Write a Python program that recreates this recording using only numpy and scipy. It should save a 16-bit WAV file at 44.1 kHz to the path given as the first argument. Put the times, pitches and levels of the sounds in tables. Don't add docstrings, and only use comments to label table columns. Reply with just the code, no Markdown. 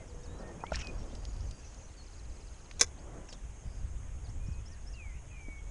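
import sys
import numpy as np
from scipy import signal
from scipy.io import wavfile
from scipy.ndimage import uniform_filter1d

SR = 44100
rng = np.random.default_rng(int(sys.argv[2]) if len(sys.argv) > 2 else 0)


def master(y):
    cut = np.clip(np.atleast_2d(y).T, -1, 1)
    pcm = np.round(cut * 32767)
    wavfile.write(sys.argv[1], SR, pcm.astype(np.int16))


def decibels_to_gain(level_db):
    exponent = np.asarray(level_db, float) / 20
    return 10 ** exponent


N = 251370

# (peak time [s], peak level [dB], rise per 10 dB [s], fall per 10 dB [s])
GUSTS = [(.17, -40, .1, .06), (.28, -40, .03, .2), (.56, -47, .2, .15), (.76, -33.5, .035, .055),
         (1.0, -33, .09, .045), (1.09, -43, .04, .1), (1.19, -41, .1, .06), (1.36, -38.5, .13, .15),
         (1.475, -32, .1, .06), (1.84, -49, .2, .1), (2.28, -42.5, .1, .07), (2.51, -48, .15, .1),
         (2.72, -48, .1, .05), (2.8, -44, .04, .3), (3.04, -47, .05, .2), (3.43, -41.5, .07, .11),
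         (3.68, -35, .05, .04), (3.82, -36, .07, .35), (4.17, -37, .13, .05), (4.29, -38.5, .05, .5),
         (4.62, -39.5, .5, .15), (4.97, -43, .15, .1), (5.16, -43, .15, .2), (5.34, -44, .06, .25),
         (5.7, -43, .4, .1)]
# (peak time [s], peak level [dB], rise per 10 dB [s], fall per 10 dB [s])
SLEEVES = [(0, -53, .1, .06), (.47, -49, .3, .3), (.85, -50.5, .15, .45), (1.4, -58, .5, .2),
           (1.82, -60, .15, .08), (2.3, -63, .5, .6), (3.17, -49.5, .19, .11), (3.34, -57.5, .05, .07),
           (3.78, -61, .3, .08), (4.38, -63, .6, .5), (5.7, -63, .2, .1)]
# (peak time [s], peak level [dB], rise per 10 dB [s], fall per 10 dB [s])
FAR_SONG = [
    (1.2, -62.5, 1.1, 1.0),
    (1.68, -64, .5, .3),
    (2.78, -66, 2.0, .15),
    (3.15, -72, .4, .8),
    (3.71, -74, .4, .5),
    (4.78, -74, .9, .6),
    (5.7, -75, .6, .1),
]
GUST_REST_DB, SLEEVE_REST_DB, FAR_SONG_REST_DB = -50.5, -65, -82
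# (frequency [Hz], density [dB per Hz])
RUMBLE = [(12, -29), (20, -1), (43, 4.5), (62, -1), (97, -6), (125, -14.5), (265, -30.5), (300, -35.5),
          (390, -77), (660, -120)]
# (frequency [Hz], density [dB per Hz])
ROAR = [(76, -44), (130, 1.5), (400, -3.5), (640, -6), (1600, -19.5), (1880, -22.5), (2500, -30),
        (3250, -57.5), (5500, -120)]
# (frequency [Hz], density [dB per Hz])
CHORUS = [(1500, -68), (2500, -2), (3500, -8.5), (4800, -2.5), (5800, -1.5), (6500, -8), (9000, -51)]
# (frequency [Hz], density [dB per Hz])
HISS = [(180, -33), (300, -2), (413, -4.5), (684, -7), (834, -4), (900, -5), (1610, -8.5), (2250, -9.5),
        (3240, -13), (4400, -24), (5950, -13.5), (6500, -1.5), (6950, -9), (10800, -21.5), (11500, -34),
        (15000, -67), (22000, -120)]
HISS_DB = -61

# (time [s], pitch [Hz], level [dB])
FLUTING = [
    [(4.933, 2720, -59.5), (4.957, 2830, -64), (5.003, 2530, -55), (5.055, 2260, -56), (5.123, 2020, -65),
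     (5.14, 2108, -71)],
    [(5.3, 2680, -61), (5.324, 2500, -60), (5.37, 2390, -57), (5.436, 2310, -55.5), (5.46, 2274, -57),
     (5.586, 2213, -57.5), (5.63, 2196, -69)],
    [(.25, 1600, -74), (.33, 1760, -69), (.4, 1830, -70), (.43, 1840, -61.5), (.51, 1835, -61),
     (.52, 1830, -68)],
    [(.634, 1880, -59), (.66, 2130, -56), (.683, 2330, -54), (.698, 2350, -55)],
    [(1.966, 4780, -68), (1.985, 4450, -62), (2.0, 4320, -63.5), (2.03, 4330, -64)],
    [(4.685, 1700, -76), (4.72, 1850, -68), (4.745, 1850, -66), (4.755, 1780, -77), (4.8, 1650, -79)],
]
# (start [s], stop [s], depth [0-1])
STUTTER = [
    (5.298, 5.412, .9),
]
# (time [s], length [s], start [Hz], end [Hz], last swing [Hz], level [dB])
WARBLES = [
    (5.113, .085, 2200, 2450, 420, -64),
]
WARBLE_RATE_HZ = 76
# (time [s], length [s], start [Hz], end [Hz], level [dB])
HELD = [
    (0, .04, 2150, 2050, -63),
    (.275, .13, 3650, 3980, -71),
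    (.225, .025, 3600, 3800, -72),
    (.6, .028, 2280, 2520, -60),
    (.827, .081, 2580, 2470, -53),
    (4.395, .21, 2410, 2530, -69),
    (1.466, .03, 6440, 5930, -62),
    (1.627, .038, 2840, 2530, -69),
    (.08, .44, 488, 480, -61.5),
]
# (time [s], length [s], start [Hz], end [Hz], level [dB])
SLIDES = [(.071, .056, 6200, 3500, -69), (.23, .047, 6200, 3550, -66), (.383, .06, 6000, 3300, -68),
          (3.283, .082, 5900, 3140, -62), (2.9, .075, 3450, 3200, -77), (4.243, .016, 4900, 4750, -64),
          (4.256, .022, 4750, 3400, -66), (4.513, .04, 6100, 3800, -66.5), (4.708, .05, 6400, 3750, -65),
          (4.92, .048, 6100, 3650, -64.5), (4.03, .08, 2110, 1620, -72), (1.595, .017, 5670, 6300, -65),
          (1.777, .025, 6000, 6500, -62.5), (2.971, .035, 3270, 5600, -66.5), (4.28, .023, 3800, 6000, -64),
          (4.462, .024, 5100, 5800, -63.5), (4.655, .035, 5000, 5900, -60),
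          (4.862, .034, 4960, 5820, -58.5), (5.31, .11, 1900, 2300, -71), (5.268, .02, 2850, 3050, -76),
          (4.845, .08, 1620, 1860, -71.5), (5.65, .05, 2226, 2283, -70)]
# (time [s], length [s], end pitch [Hz], turning pitch [Hz], level [dB])
DIPS = [
    (.976, .061, 5820, 5480, -64),
    (1.27, .046, 6830, 6780, -63),
    (1.642, .047, 6780, 5850, -63),
    (1.827, .038, 6450, 5800, -62),
    (5.582, .026, 3100, 3270, -70),
]
SETTLE, SAG = .76, .03
# (first chip [s], spacing [s])
TRILL = (2.069, .0579)
TRILL_DB = [-67, -66.5, -65.5, -67.5, -67.5, -68, -69, -67, -68.5, -68.5, -69, -73, -70]
# (length [s], start [Hz], middle [Hz], end [Hz])
CHIP = (.019, 5500, 4330, 3980)
# (length [s], start [Hz], middle [Hz], end [Hz])
GRACE = (.006, 4700, 5000, 5300)
GRACE_LEAD_S, CHIP_SCATTER = .0055, .012
# (time [s], length [s], centre [Hz], width [Hz], level [dB])
BREATHY = [
    (.4, .17, 630, 90, -63),
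    (3.63, .2, 5000, 600, -72),
]
NOTE_FADE_S = .007

# (time [s], peak level [dB], ring [Hz], t60 [s])
KNOCKS = [(.6375, -14.5, 870, 0.008), (.6372, -26, 520, .01), (.639, -31, 1265, 0.016),
          (.642, -38, 950, .03), (.553, -46, 520, .02), (0.7186, -34, 58.7, 0.22), (0.7185, -33, 170, 0.05),
          (.7196, -21, 635, 0.022), (.7204, -25, 880, .016), (0.719, -27, 1400, 0.02),
          (0.7438, -31, 1780, 0.025), (.006, -47, 635, 0.061), (1.505, -43, 162, 0.032),
          (3.326, -46.5, 504, .04), (3.661, -39, 122, 0.088), (4.485, -29, 120.4, 0.051),
          (5.483, -33, 266, 0.018), (5.483, -44, 600, 0.023)]
# (time [s], peak level [dB], centre [Hz], t60 [s])
TICKS = [
    (.719, -43, 5500, .02),
    (.7571, -38, 8500, .005),
    (.79, -42, 7000, .012),
    (.8705, -34, 5400, .009),
    (.871, -40, 2000, .016),
    (1.406, -48, 5500, .03),
    (1.744, -47, 5500, .017),
    (3.305, -49, 6360, .036),
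    (3.333, -44, 5200, .026),
]
# (time [s], peak level [dB], centre [Hz], t60 [s])
PINGS = [(.71, -48, 4000, .008), (.735, -38, 6500, .012), (.7435, -34, 2300, .012),
         (.7569, -24, 5500, .007), (.605, -54, 5000, .02), (.793, -42, 6400, .05), (.845, -44, 4730, .018),
         (1.455, -58, 5200, .02), (2.738, -57, 3800, .017), (3.287, -47, 2220, .04),
         (3.289, -45, 6300, .06), (3.343, -52, 6300, .027)]
# (time [s], peak level [dB], centre [Hz], t60 [s])
CLACKS = [
    (.816, -36.5, 5030, .011),
    (1.151, -42, 4540, .017),
    (1.252, -36.5, 4600, .01),
    (1.365, -47, 4500, .022),
    (1.51, -41.5, 5500, .02),
    (2.712, -37.5, 2400, .018),
    (3.323, -47, 3480, .02),
    (3.327, -38, 4370, .02),
    (4.27, -53, 4000, .02),
]
# (time [s], peak level [dB], centre [Hz], t60 [s])
CRACKLE = [(.6665, -42, 3200, .007), (.762, -48, 8200, .01), (.7318, -41, 2500, .008),
           (.732, -42, 3600, .008), (.7362, -42, 1700, .01), (.7395, -42, 3800, .012),
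           (.7462, -40, 4000, .01), (.747, -34, 2500, .008), (.75, -40, 4100, .008),
           (.7505, -38, 2600, .008), (.7522, -41, 5400, .008), (.7527, -36, 4300, .01),
           (.7608, -40, 3900, .01), (.7672, -38, 1400, .04), (.7675, -39, 2600, .01),
           (.775, -41, 2600, .01), (.7845, -42, 2600, .01), (.791, -39, 2600, .01), (.798, -41, 2500, .012),
           (.802, -43, 5800, .01), (.8025, -40, 2600, .01), (.8063, -43, 2600, .01), (.81, -43, 5600, .01),
           (.811, -42, 2600, .008), (.813, -42, 5500, .008), (.8165, -36, 2600, .008),
           (.8187, -40, 2600, .012), (.8205, -43, 5500, .015)]
TICK_WIDTH_HZ, PING_WIDTH_HZ, CLACK_WIDTH_HZ, CRACKLE_WIDTH_HZ = 2500, 1250, 4300, 800

# (peak time [s], peak level [dB], rise per 10 dB [s], fall per 10 dB [s])
SWISH = [
    (.735, -48, .006, .04),
    (.749, -48, .015, .02),
    (.785, -52.5, .06, .08),
    (.822, -52, .04, .008),
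]
# (centre [Hz], width [Hz], level [dB])
BLANK = [(1400, 370, 7), (1750, 440, 2), (2600, 420, 9), (4100, 900, -8), (5500, 770, 5), (6500, 360, -8),
         (8300, 1500, -17)]
# (start [s], stop [s])
SWISH_SPAN = (.715, .9)

# (peak time [s], peak level [dB], rise per 10 dB [s], fall per 10 dB [s])
SPOOL = [
    (1.18, -72, .15, .2),
    (1.36, -74, .1, .2),
    (1.525, -65.5, .015, .11),
]
# (start [s], stop [s])
SPOOL_SPAN = (1.04, 1.61)
SPOOL_HZ = 4760

# (time [s], peak level [dB], t60 [s], thud level [dB], wire mode [Hz])
BAIL = [(2.793, -43, .03, -10, 6400), (2.7959, -23, .01, -16, 5900), (2.8011, -30, .008, -9, 3500),
        (2.8018, -26, .012, -12, 6500), (2.8043, -33, .012, -12, 3500), (2.8082, -32, .015, -12, 6500),
        (2.81, -22, .008, -20, 6800), (2.8108, -16, .008, -10, 5800), (2.8112, -5, .005, -14, 6200),
        (2.8126, -10.5, .015, -9, 6600), (2.8142, -12, .008, -12, 3800), (2.8148, -10, .012, -12, 5600),
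        (2.8166, -7, .006, -17, 6500), (2.8176, -14, .011, -12, 5250), (2.8205, -23, .012, -8, 6000),
        (2.822, -22, .012, -8, 6900), (2.8237, -22, .015, -8, 6300), (2.8279, -20, .01, -12, 6500),
        (2.8289, -22, .015, -8, 4900), (2.8323, -28, .012, 4, 6400), (2.8339, -26, .015, 6, 6500),
        (2.8363, -31, .012, 6, 6500), (2.8418, -32, .015, 6, 6300), (2.8445, -35, .015, 6, 5900),
        (2.853, -48, .03, 10, 6400), (2.865, -45, .022, -4, 6400), (2.873, -46, .02, -10, 5500),
        (2.881, -48, .037, -10, 6400)]
# (frequency [Hz], density [dB per Hz])
WIRE = [(120, -43), (220, -16), (470, -13.5), (850, -16), (1500, -11.5), (2260, -10), (3050, -22),
        (3500, -13), (4400, -13), (5300, -4), (6460, 0.5), (7900, -12.5), (10300, -14), (11500, -25),
        (15000, -80)]
# (ring [Hz], peak level [dB], t60 [s])
REEL = [(480, -30, .06), (1050, -34, .035), (1600, -33, .03), (2000, -33, .035), (2270, -30, .04),
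        (3480, -31, .025), (3910, -33, .035), (5270, -29, .03)]

# (low edge [Hz], high edge [Hz], level [dB], share of time [0-1])
PARTED = [(1950, 2900, -12.5, .9), (3450, 4400, -14, .5), (6900, 8450, -9, .75), (9000, 10050, -15, .5)]
EDGE_HZ = 11250


def evened(x):
    return x / np.sqrt(np.mean(x ** 2) + 1e-20)


def read(points, hz):
    f, value = np.transpose(points)
    return np.interp(np.log(hz + 1), np.log(f + 1), value)


def add(mix, s, sound):
    part = mix[round(s * SR):][:len(sound)]
    part += sound[:len(part)]


def chance(size):
    return rng.standard_normal(30000)[:size]


def resonate(x, hz, width):
    b, a = signal.iirpeak(min(hz, 20000), max(hz / width, .3), SR)
    return signal.lfilter(b, a, x)


def dull(x, hz):
    b, a = signal.butter(3, min(hz, 20000), fs=SR)
    return signal.lfilter(b, a, x)


def swells(t, rows, rest_db):
    power = decibels_to_gain(rest_db) ** 2
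    for s, db, rise, fall in rows:
        tens_down = np.where(t < s, (s - t) / rise, (t - s) / fall)
        power = power + decibels_to_gain(db - 10 * tens_down) ** 2
    return 10 * np.log10(power)


def noise(spectrum, patchy_db, size):
    hz = np.fft.rfftfreq(size, 1 / SR)
    a, b, patches = rng.standard_normal((4 * N // size + 8, len(hz), 3)).T
    patches = uniform_filter1d(patches, size=12, axis=0)
    patches = evened(uniform_filter1d(patches, size=6, axis=1))
    z = (a + 1j * b) * decibels_to_gain(read(spectrum, hz)[:, None] + patchy_db * patches)
    return evened(signal.istft(z, nperseg=size, noverlap=3 * size // 4)[1][:N])


def air():
    t = np.arange(N) / SR
    rumble = decibels_to_gain(swells(t, GUSTS, GUST_REST_DB)) * noise(RUMBLE, patchy_db=1.0, size=2048)
    roar = decibels_to_gain(swells(t, SLEEVES, SLEEVE_REST_DB) + 1.4) * noise(ROAR, patchy_db=1.8, size=1024)
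    chorus = decibels_to_gain(swells(t, FAR_SONG, FAR_SONG_REST_DB) - 3.5) * noise(CHORUS, patchy_db=4.0, size=512)
    hiss = decibels_to_gain(HISS_DB) * noise(HISS, patchy_db=1.6, size=1024)
    return rumble + roar + chorus + hiss


def whistle(hz, db, edge):
    flutter = decibels_to_gain(1.7 * evened(uniform_filter1d(chance(len(hz)), size=250)))
    waver = 1 + 0.0031 * evened(uniform_filter1d(chance(len(hz)), size=200))
    tone = np.sqrt(2) * np.sin(2 * np.pi * np.cumsum(hz * waver) / SR)
    return decibels_to_gain(db) * flutter * tone * signal.windows.tukey(len(hz), edge)


def slide(length, start_hz, middle_hz, end_hz, db, tilt_db=15.0):
    u = np.linspace(0, 1, round(length * SR))
    bend = np.polyfit([0, .5, 1], [start_hz, middle_hz, end_hz], 2)
    hz = np.polyval(bend, u)
    return whistle(hz, db + tilt_db * np.log2(hz / middle_hz), min(2 * NOTE_FADE_S / length, .35))


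def fluted(rows):
    s, hz, db = np.transpose(rows)
    t = np.arange(s[0], s[-1], 1 / SR)
    (start, stop, depth), = STUTTER
    inside = (t > start) * (t < stop)
    chop = 1 - depth * inside * np.cos(np.pi * WARBLE_RATE_HZ * (t - start)) ** 4
    return s[0], chop * whistle(np.interp(t, s, hz), np.interp(t, s, db), 0.059)


def warble(length, from_hz, to_hz, swing_hz, db):
    t = np.arange(round(length * SR)) / SR
    swing = swing_hz * np.linspace(.35, 1, len(t)) * -np.cos(2 * np.pi * WARBLE_RATE_HZ * t)
    return whistle(np.linspace(from_hz, to_hz, len(t)) + swing, db, 0.16)


def fuzzy(length, hz, width, db):
    x = chance(round(length * SR))
    band = resonate(resonate(x, hz, width), hz, width)
    return decibels_to_gain(db) * evened(band) * signal.windows.tukey(len(x), .4)


def trill():
    first, spacing = TRILL
    notes = []
    for k, db in enumerate(TRILL_DB):
        bend, flick = rng.standard_normal(2)
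        s = first + spacing * k
        lift = 1 + CHIP_SCATTER * bend
        notes.append((s, CHIP[0], *(lift * np.array(CHIP[1:])), db, -7.0))
        notes.append((s - GRACE_LEAD_S, *GRACE, db + 2.0 + 2.5 * flick))
    return notes


def songs():
    held = [(s, length, a, a + SETTLE * (b - a), b, db) for s, length, a, b, db in HELD]
    slides = [(s, length, a, (a + b) / 2 - SAG * abs(b - a), b, db) for s, length, a, b, db in SLIDES]
    dips = [(s, length, a, b, a, db) for s, length, a, b, db in DIPS]
    return held + slides + dips + trill()


def birds():
    out = np.zeros(N)
    for rows in FLUTING:
        add(out, *fluted(rows))
    for s, *shape in songs():
        add(out, s, slide(*shape))
    for s, *shape in WARBLES:
        add(out, s, warble(*shape))
    for s, *shape in BREATHY:
        add(out, s, fuzzy(*shape))
    reeds = rng.standard_normal(6000) * decibels_to_gain(-60 * np.arange(6000) / SR / 0.27)
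    return out + decibels_to_gain(-13) * signal.fftconvolve(out, reeds / np.linalg.norm(reeds))[:N]


def knock(db, hz, t60):
    t = np.arange(9000) / SR
    ring = np.sin(2 * np.pi * hz * t) + 0.15 * np.sin(2 * np.pi * 1.35 * hz * t)
    return decibels_to_gain(db + 2.5 - 60 * t / t60) * (1 - np.exp(-t / 0.0008)) ** 2 * ring


def burst(t60, rise=0.0002):
    t = np.arange(2600) / SR
    return rng.standard_normal(2600) * (1 - np.exp(-t / rise)) * decibels_to_gain(-60 * t / max(t60, .003))


def tick(db, hz, width, t60):
    puff = burst(t60)
    puff[5] += 1.4
    snap = resonate(puff, hz, width)
    port = resonate(snap, 5300, 900)
    snap = dull(resonate(snap, hz, 2 * width) + 0.35 * port, 7500)
    return decibels_to_gain(db) * snap / abs(snap).max()


def swish():
    t = np.arange(*SWISH_SPAN, 1 / SR)
    bands = 0
    for hz, width, band_db in BLANK:
        grain = decibels_to_gain(3.0 * evened(uniform_filter1d(chance(len(t)), size=70)))
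        band = resonate(grain * chance(len(t)), hz, width)
        bands = bands + decibels_to_gain(band_db) * resonate(band, hz, 4.5 * width)
    return t[0], decibels_to_gain(swells(t, SWISH, rest_db=-75)) * evened(bands)


def spool():
    t = np.arange(*SPOOL_SPAN, 1 / SR)
    return t[0], whistle(SPOOL_HZ + 0 * t, swells(t, SPOOL, rest_db=-84), .05)


def bail():
    gain = np.log(decibels_to_gain(np.maximum(read(WIRE, abs(np.fft.fftfreq(4096, 1 / SR))), -80)))
    body = np.fft.ifft(np.exp(np.conj(signal.hilbert(gain)))).real[:1024]
    out, shaking = np.zeros(N), np.zeros(N)
    for s, db, t60, thud_db, hz in BAIL:
        chatter = burst(t60)
        chatter[6] += 1.6
        wide = np.convolve(chatter, body)
        hit = 1.3 * evened(wide) + .7 * evened(resonate(wide, hz, 850))
        thud = resonate(wide, 450, 640)
        blow = hit / abs(hit).max() + decibels_to_gain(thud_db - 17) * thud / abs(thud).max()
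        add(out, s, decibels_to_gain(db - 2.6) * blow)
        add(shaking, s, decibels_to_gain(db) * chatter)
    for hz, db, t60 in REEL:
        ring = resonate(shaking, hz, 2.2 / t60)
        out += decibels_to_gain(db) * ring / abs(ring).max()
    return out


def scene():
    mix = air() + bail()
    for s, *blow in KNOCKS:
        add(mix, s, knock(*blow))
    for rows, width in ((TICKS, TICK_WIDTH_HZ), (PINGS, PING_WIDTH_HZ),
                        (CLACKS, CLACK_WIDTH_HZ), (CRACKLE, CRACKLE_WIDTH_HZ)):
        for s, db, hz, t60 in rows:
            add(mix, s, tick(db, hz, width, t60))
    add(mix, *swish())
    add(mix, *spool())
    return np.array([mix, mix]) + birds()


def parting(x):
    hz, t, z = signal.stft(x, SR, nperseg=1024)
    turns = rng.random(z.shape)
    gain = np.zeros(z.shape)
    for low, high, db, share in PARTED:
        on = rng.random(len(t) // 2 + 1).repeat(2)[:len(t)] < share
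        gain += decibels_to_gain(db) * np.outer((hz > low) & (hz < high), on)
    treble = abs(z[hz > 2000]).sum(0)
    loud = treble > .12 * treble.max()
    after = np.roll(loud, shift=2) & ~loud
    tail_band = (hz > 700) & (abs(hz - 2450) > 850)
    gain = np.maximum(gain, decibels_to_gain(-9) * np.outer(tail_band, after)) * ~loud
    return signal.istft(abs(z) * gain * np.exp(2j * np.pi * turns), SR, nperseg=1024)[1][:N]


def roll_off(x):
    return signal.sosfilt(signal.butter(12, 11680, fs=SR, output="sos"), x)


def record(dry):
    edge = signal.firwin(401, EDGE_HZ, window=("kaiser", 9), fs=SR)
    parted = dry + np.outer([1, -1], parting(dry[0]))
    limited = signal.oaconvolve(parted, edge[None], "same")
    return roll_off(limited)


dry = scene()
out = record(dry)
master(out)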